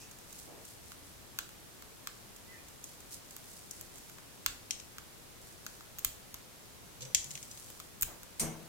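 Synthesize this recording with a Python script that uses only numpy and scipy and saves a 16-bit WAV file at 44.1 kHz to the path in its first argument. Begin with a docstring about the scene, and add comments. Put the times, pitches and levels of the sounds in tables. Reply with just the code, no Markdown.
"""A cockatiel nibbles a hand-held millet spray in a wire cage, close to a phone in a quiet room.
Filtered noise makes the still air, soft rubs and rustling spray; beak touches and husk cracks are pulses
ringing broad resonances. A gliding sine squeaks faintly, then seeds drop on the cage floor as duller or
sharper clicks. Near the end claws scratch a wire, then a knock sets frame and wires ringing as decaying modes.
Decaying noise echoes each click; the phone's processing leaves a soft low rumble after sharp clicks."""
import sys
import numpy as np
from scipy import signal
from scipy.fft import rfft, irfft, next_fast_len
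from scipy.io import wavfile

SR = 44100
rng = np.random.default_rng(int(sys.argv[2]) if len(sys.argv) > 2 else 0)


def int16_out(signal):
    """Quantize to a 16-bit WAV file."""
    q = np.round(np.clip(np.atleast_2d(signal).T, -1, 1) * 32767)
    wavfile.write(sys.argv[1], SR, q.astype(np.int16))


N = 382788
TIME = np.arange(N) / SR  # s

# Resonances of a hard contact on the cage: tray or wire, seed or claw, tick.
# Each row: low edge in Hz, high edge in Hz.
CONTACT_BANDS_HZ = [(1950, 4400), (5500, 7800), (8800, 14500)]


def amp(db):
    """Decibels to gain."""
    return 10 ** (np.asarray(db) / 20)


def unit(x):
    """Scale to rms 1."""
    return x / np.sqrt(np.mean(x ** 2))


def sides(pan_db):
    """Left and right gain for a level difference, left minus right."""
    gains = amp(np.array([[pan_db], [-pan_db]]) / 2)
    return unit(gains)


def band(x, low_hz, high_hz, order=2):
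    """Causal Butterworth band-pass."""
    sos = signal.butter(order, [low_hz, high_hz], "bandpass", fs=SR, output="sos")
    return signal.sosfilt(sos, x)


def colour(x, points):
    """Shape a spectrum by (Hz, dB) points, joined over log frequency, at rms 1."""
    hz, db = np.transpose(points)
    length = x.shape[-1]
    size = next_fast_len(length)
    bins_hz = np.maximum(np.arange(size // 2 + 1) * SR / size, 1)
    gain = amp(np.interp(np.log(bins_hz), np.log(hz), db))
    shaped = irfft(rfft(x, size) * gain, size)
    return unit(shaped[..., :length])


def fade(t, t60_s):
    """Exponential decay, 60 dB down at t60_s."""
    return np.exp(-np.log(1000) * t / t60_s)


def add(out, start_s, sound):
    """Mix a sound in at a time."""
    i = max(int(start_s * SR), 0)
    out[..., i:i + sound.shape[-1]] += sound[..., :max(N - i, 0)]


def tilted(bands_hz, parts_db, brightness):
    """Part levels of a click: a sharper contact tilts them toward the treble, in dB per octave."""
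    octaves = np.log2(bands_hz).mean(axis=1)
    return np.array(parts_db) + brightness * (octaves - octaves.mean())


def click(bands_hz, levels_db, pan_db, lag_s, split_t60_s, split_db, scatter_t60_s, scatter_db):
    """One snap: a pulse and brief splintering ring broad resonances; bars and perch scatter it."""
    t = TIME[:2048]
    pulse = unit(1. * (t == 0))
    splinters = rng.standard_normal(len(t)) * fade(t, split_t60_s)
    scatter = rng.standard_normal((2, len(t))) * fade(t, scatter_t60_s) * (1 - fade(t, 0.0071))
    push = pulse + amp(split_db) * unit(splinters) + amp(scatter_db) * unit(scatter)
    snap = np.zeros((2, len(t)))
    for k, ((low_hz, high_hz), db) in enumerate(zip(bands_hz, levels_db)):
        # alternate signs, so the skirts of neighbouring resonances join without a gap
        snap += (-1) ** k * amp(db) * unit(band(push, low_hz, high_hz))
    snap *= np.sqrt(0.005 / t[-1])  # levels_db: rms if the energy filled 5 ms
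    # lag_s > 0 delays the left port, < 0 the right
    delays = [max(round(s * SR), 0) for s in (lag_s, -lag_s)]
    ports = np.array([np.roll(port, delay) for port, delay in zip(snap, delays)])
    return sides(pan_db) * ports


def ring(modes, t, port_spread_rad):
    """Decaying modes (Hz, dB, t60 in s), each reaching the two ports in its own phase."""
    out = np.zeros((2, len(t)))
    for hz, db, t60_s in modes:
        port_phase = port_spread_rad * rng.standard_normal((2, 1))
        tone = np.sin(2 * np.pi * (hz * t + rng.random()) + port_phase)
        out += amp(db) * np.sqrt(2) * fade(t, t60_s) * tone
    return out


def air(level_db=-53.5, hum_db=-75, hum_hz=113):
    """Steady hiss, and a low room rumble that is stronger on the left, with a faint hum."""
    # Still room. Each row: frequency in Hz, relative density in dB per Hz.
    air_points = [(12, -38), (20, -4.5), (55, -3), (113, -1.5), (293, -5.5), (357, -5.5), (388, -6),
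                  (678, -9.5), (802, -10.5), (1440, -13), (2020, -14.5), (2910, -15.5), (3530, -15.5),
                  (14700, -20), (16000, -26)]
    noise = colour(rng.standard_normal((2, N)) + 0.24 * rng.standard_normal(N), air_points)
    low = signal.sosfiltfilt(signal.butter(2, 320, fs=SR, output="sos"), noise)
    hum = amp(hum_db) * np.sqrt(2) * np.sin(2 * np.pi * hum_hz * TIME)
    return amp(level_db) * (noise - low + sides(4.3) * low) + hum


def rubs(rise_share=0.16):
    """Soft rubs and shudders: noise in one resonance swells quickly and dies away."""
    # Rubs around the cage. Each row: start in seconds, length in seconds, centre in Hz,
    # width in Hz, level at the peak in dB.
    rub_rows = [(0, 0.084, 6090, 2200, -54.5), (0, 0.11, 2650, 340, -62), (0.459, 0.2, 377, 490, -52.5),
                (0.701, 1.12, 72, 31.7, -64), (6.99, 0.19, 131.6, 18, -53), (7.011, .13, 514, 72, -53),
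                (7.24, 0.17, 137.5, 18, -54), (8.072, .12, 450, 1040, -52)]
    out = np.zeros((2, N))
    for start_s, length_s, hz, width_hz, db in rub_rows:
        noise = rng.standard_normal((2, 2 * SR)) + rng.standard_normal(2 * SR)
        low_hz = np.hypot(hz, width_hz / 2) - width_hz / 2
        progress = TIME[:int(length_s * SR)] / length_s
        swell = np.interp(progress, [0, rise_share, 1], [0, 1, 0]) ** 0.67
        settled = band(noise, low_hz, low_hz + width_hz)[:, -len(swell):]
        add(out, start_s, amp(db) * unit(settled) * swell)
    return out


def tugging(rise_share=0.48, held_db=-64):
    """Rustle strength: every tug swells and dies away over the faint stir of the held spray."""
    # Tugs at the spray. Each row: peak time in seconds, length in seconds, level at the peak in dB.
    tugs = [(.02, .1, -60), (.38, 0.15, -53), (0.683, 0.086, -54), (.89, 0.083, -57), (1.067, 0.072, -60.5),
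            (2.887, 0.11, -57), (3.14, 0.047, -46), (3.32, .14, -58.5), (3.526, 0.19, -54.5),
            (3.773, .12, -54), (4.0, .25, -58), (5.475, 0.1, -56.5), (5.704, 0.14, -59), (7.36, .25, -56),
            (7.633, 0.26, -54)]
    power = amp(held_db) ** 2
    for peak_s, length_s, db in tugs:
        reach_s = length_s * np.where(TIME < peak_s, rise_share, 1 - rise_share)
        power = power + amp(db) ** 2 * np.exp(-((TIME - peak_s) / reach_s) ** 2)
    return np.sqrt(power)


def spray(spread_db=4.5, grains_per_s=3500, pan_db=-1.5):
    """Dense tiny husk grains, a few of them standing out."""
    # Colour of dry husks. Each row: frequency in Hz, level in dB.
    husk_points = [(800, -32), (2500, -13), (5000, -0.5), (7600, 2.5), (10500, 0.5), (15000, -5)]
    hit = rng.random(N) < grains_per_s / SR
    size = amp(spread_db * np.minimum(rng.exponential(size=N), 3))
    grains = colour(hit * size * rng.standard_normal((2, N)), husk_points)
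    return grains * sides(pan_db) * tugging()


def beak(touch_parts_db=(-20.3, -11.3, -3.3, -5.3), average_crack_db=-47):
    """Light touches are mostly snap and tick, with little hollow beak; husks crack, earlier on the right."""
    # Light touches on the spray. Each row: start in seconds, level in dB.
    touches = [(0.1124, -48.5), (0.1862, -51), (0.3275, -45.5), (0.3888, -48), (0.651, -47.7), (2.363, -49),
               (2.6843, -50), (3.0037, -50), (3.1232, -51), (3.308, -47.5), (3.566, -53), (3.9573, -49),
               (3.982, -49)]
    # Husks cracking. Each row: start in seconds, level in dB, brightness in dB per octave.
    husk_cracks = [(0.919, -52, -2.3), (1.3879, -37, -1), (1.4916, -56.5, -1.5), (1.823, -53.5, -2.5),
                   (2.0723, -41.5, -2), (3.3653, -51, 2.5), (3.8113, -51, 4), (4.0974, -55, -0.5),
                   (4.184, -57, -3.5), (4.4621, -31, -0.5), (4.9835, -48, -3), (5.665, -44, -1.5),
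                   (5.8084, -57, -4.5), (5.986, -47, 2), (5.9912, -52, 6.5), (6.0475, -33.5, 4),
                   (6.3426, -47, 1.5), (7.7019, -55.5, 2.7), (7.8007, -48, -1), (8.0112, -48, 7),
                   (8.0232, -39, 7.5), (8.0302, -36.5, 3.5), (8.2323, -53, 0.5)]
    # Hollow beak, shell, snap, tick. Each row: low edge in Hz, high edge in Hz.
    crack_bands_hz = [(1040, 1600), (2200, 5300), (6200, 8300), (10900, 15000)]
    # Average crack. One level in dB per part, in the same order.
    crack_parts_db = (-2, -0.5, -1, 3)
    # A harder bite makes the shell give way more. One growth per part, in dB per dB above average.
    crack_growth = (0, 0.18, 0.063, 0)
    out = np.zeros((2, N))
    for start_s, db in touches:
        parts_db = db + np.array(touch_parts_db)
        add(out, start_s, click(crack_bands_hz, parts_db, pan_db=-2.5, lag_s=0.000105,
                                split_t60_s=0.0042, split_db=-7, scatter_t60_s=0.023, scatter_db=4))
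    for start_s, db, brightness in husk_cracks:
        parts_db = db + tilted(crack_bands_hz, crack_parts_db, brightness)
        parts_db = parts_db + np.array(crack_growth) * (db - average_crack_db)
        add(out, start_s, click(crack_bands_hz, parts_db, pan_db=0, lag_s=0.000125,
                                split_t60_s=0.0016, split_db=-6.5, scatter_t60_s=0.013, scatter_db=-3))
    return band(out, 900, 21000, order=3)


def room(x, t60_s=0.35, build_up_s=0.0027):
    """Diffuse echo of a small furnished room: decaying noise, different at each port."""
    # Colour of the echo. Each row: frequency in Hz, level in dB.
    echo_points = [(200, -14), (1400, 4), (3500, 4.5), (6500, 4), (9000, 5), (12000, -4.5), (15500, 1.5)]
    t = TIME[:SR // 2]
    tail = colour(rng.standard_normal((2, len(t))), echo_points)
    tail = tail * fade(t, t60_s) * np.minimum(t / build_up_s, 1)
    return signal.fftconvolve(x, unit(tail) / np.sqrt(len(t)), axes=1)[:, :N]


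def phone_rumble(clicks, rumble_db=-16.5, rumble_t60_s=0.34):
    """The phone's processing leaves low noise after sharp clicks, following their smeared treble power."""
    t = TIME[:SR]
    trail = fade(t, rumble_t60_s) ** 2 * (1 - fade(t, 0.046))
    treble = band(clicks, 8500, 16000)
    power = signal.fftconvolve(np.mean(treble ** 2, axis=0), trail / trail.sum())[:N]
    low_noise = unit(band(rng.standard_normal(N), 18, 80))
    return amp(rumble_db) * np.sqrt(np.abs(power)) * low_noise


def squeak(peak_db=-54, echo_share=0.66):
    """A faint, distant tone dips, then breaks upward; its power is split between direct and room sound."""
    # Pitch of the squeak. Each row: time in seconds, frequency in Hz.
    glide = [(2.46, 1960), (2.515, 2030), (2.548, 1760), (2.572, 1960), (2.578, 2460), (2.61, 2550)]
    times_s, hz = np.transpose(glide)
    progress = np.clip((TIME - times_s[0]) / (times_s[-1] - times_s[0]), 0, 1)
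    swell = np.sin(np.pi * progress)
    phase = 2 * np.pi * np.cumsum(np.interp(TIME, times_s, hz)) / SR
    tone = amp(peak_db) * sides(0) * swell * np.sin(phase)
    return np.sqrt(1 - echo_share) * tone + np.sqrt(echo_share) * room(tone)


def seeds(pan_db=3.5):
    """Seeds strike the floor tray to the left, farther off, with more scatter."""
    # Seeds landing or bouncing. Each row: start in seconds, level in dB, brightness in dB per octave.
    landings = [(2.8405, -42.5, 7), (3.7102, -42, 8.5), (4.7078, -29.5, -3), (4.799, -46, -3),
                (7.147, -19, -0.5), (7.2427, -42, 4), (7.3071, -42.5, -1), (7.313, -42, 0),
                (7.3534, -40.5, -5.5), (7.3752, -48.5, -9), (7.4282, -44, 2), (7.513, -45.5, 0),
                (7.574, -49.5, -2.5)]
    # Average landing. One level in dB each for tray, seed and tick.
    drop_parts_db = (-8.5, 0, -10.5)
    out = np.zeros((2, N))
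    for start_s, db, brightness in landings:
        parts_db = db + tilted(CONTACT_BANDS_HZ, drop_parts_db, brightness)
        add(out, start_s, click(CONTACT_BANDS_HZ, parts_db, pan_db, lag_s=-0.000385,
                                split_t60_s=0.011, split_db=7, scatter_t60_s=0.021, scatter_db=7))
    return band(out, 1600, 21000, order=6)


def claws(parts_db=(-5, 0, -13), ring_db=-16, ring_hz=6030, ring_t60_s=0.38):
    """A claw stutters along a wire as the bird shifts its foot, and leaves it ringing."""
    # Claw scratches. Each row: start in seconds, level in dB.
    scratches = [(7.007, -47), (7.0195, -43), (7.027, -44.5), (7.051, -47.5)]
    out = np.zeros((2, N))
    for start_s, db in scratches:
        add(out, start_s, click(CONTACT_BANDS_HZ, db + np.array(parts_db), pan_db=1, lag_s=-0.00023,
                                split_t60_s=0.03, split_db=4, scatter_t60_s=0.043, scatter_db=9))
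        wire_hz = ring_hz * (1 + 0.011 * rng.standard_normal())
        add(out, start_s, ring([(wire_hz, db + ring_db, ring_t60_s)], TIME[:SR], port_spread_rad=0.6))
    return band(out, 1600, 21000)


def wires(t, count=3, detune=0.0045):
    """Each pitch is shared by a few almost equal wires, which beat against each other."""
    # Ringing of the wires. Each row: frequency in Hz, level in dB, t60 in seconds.
    wire_modes = [(2180, -18, 0.41), (5780, -18.5, 0.39), (6060, -16, 0.47), (6660, -18, 0.44),
                  (8760, -19, 0.41), (8909, -8, 0.26), (10800, -6, 0.17)]
    modes = []
    for hz, db, t60_s in wire_modes:
        for _ in range(count):
            modes.append((hz * (1 + detune * rng.standard_normal()), db, t60_s))
    return ring(modes, t, port_spread_rad=1) / np.sqrt(count)


def cage(thud_t60_s=0.65, thud_delay_s=0.008, thud_rise_s=0.022, rattle_t60_s=0.26, rattle_rise_s=0.0024):
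    """The wires rattle at once; the heavier frame builds up later and rings longer."""
    # Knocks on the cage. Each row: start in seconds, frame thud in dB, wire rattle in dB.
    knocks = [(8.395, -37, -29.5)]
    # Colour of the frame's thud. Each row: frequency in Hz, level in dB.
    thud_points = [(62, -4), (155, 0), (280, -2.5), (530, -3.5), (920, -5.5), (1520, -14), (3100, -17.5),
                   (6100, -37)]
    # Colour of the wires' rattle. Each row: frequency in Hz, level in dB.
    rattle_points = [(1250, -8.5), (2150, -8.5), (3350, -9), (4400, -5), (6100, .5), (8700, 4.5),
                     (9950, -7), (11100, -1.5), (13100, -2), (15400, -14.5)]
    # Ringing of the frame. Each row: frequency in Hz, level in dB, t60 in seconds.
    frame_modes = [(160, -4, 0.88), (190, -16, 0.97), (231.4, -7, 0.65), (325.6, -8.5, 0.63),
                   (452, -10.5, 0.56), (662, -15, 0.71)]
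    out, t = np.zeros((2, N)), TIME[:SR]
    for start_s, thud_db, rattle_db in knocks:
        thud_noise = rng.standard_normal((2, SR)) + 0.91 * rng.standard_normal(SR)
        thud = colour(thud_noise, thud_points) * fade(t, thud_t60_s)
        thud = (thud + ring(frame_modes, t, port_spread_rad=0.35)) * np.minimum(t / thud_rise_s, 1)
        rattle = colour(rng.standard_normal((2, SR)), rattle_points) * fade(t, rattle_t60_s)
        rattle = (rattle + wires(t)) * np.minimum(t / rattle_rise_s, 1)
        add(out, start_s + thud_delay_s, amp(thud_db) * sides(3.2) * thud)
        add(out, start_s, amp(rattle_db) * sides(-0.83) * rattle)
    return out


def scene(beak_room_db=-9.0, seed_room_db=-8.5):
    """The beak is near and dry; the cage floor is heard slightly more through the room."""
    near = spray() + beak()
    far = seeds() + claws()
    echo = room(amp(beak_room_db) * near + amp(seed_room_db) * far)
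    return air() + rubs() + near + far + echo + phone_rumble(near + far) + squeak() + cage()


def record(dry, top_hz=15900):
    """The phone cuts the top of the treble with a steep elliptic low-pass."""
    return signal.sosfilt(signal.ellip(8, 0.2, 70, top_hz, fs=SR, output="sos"), dry)


dry = scene()
out = record(dry)
int16_out(out)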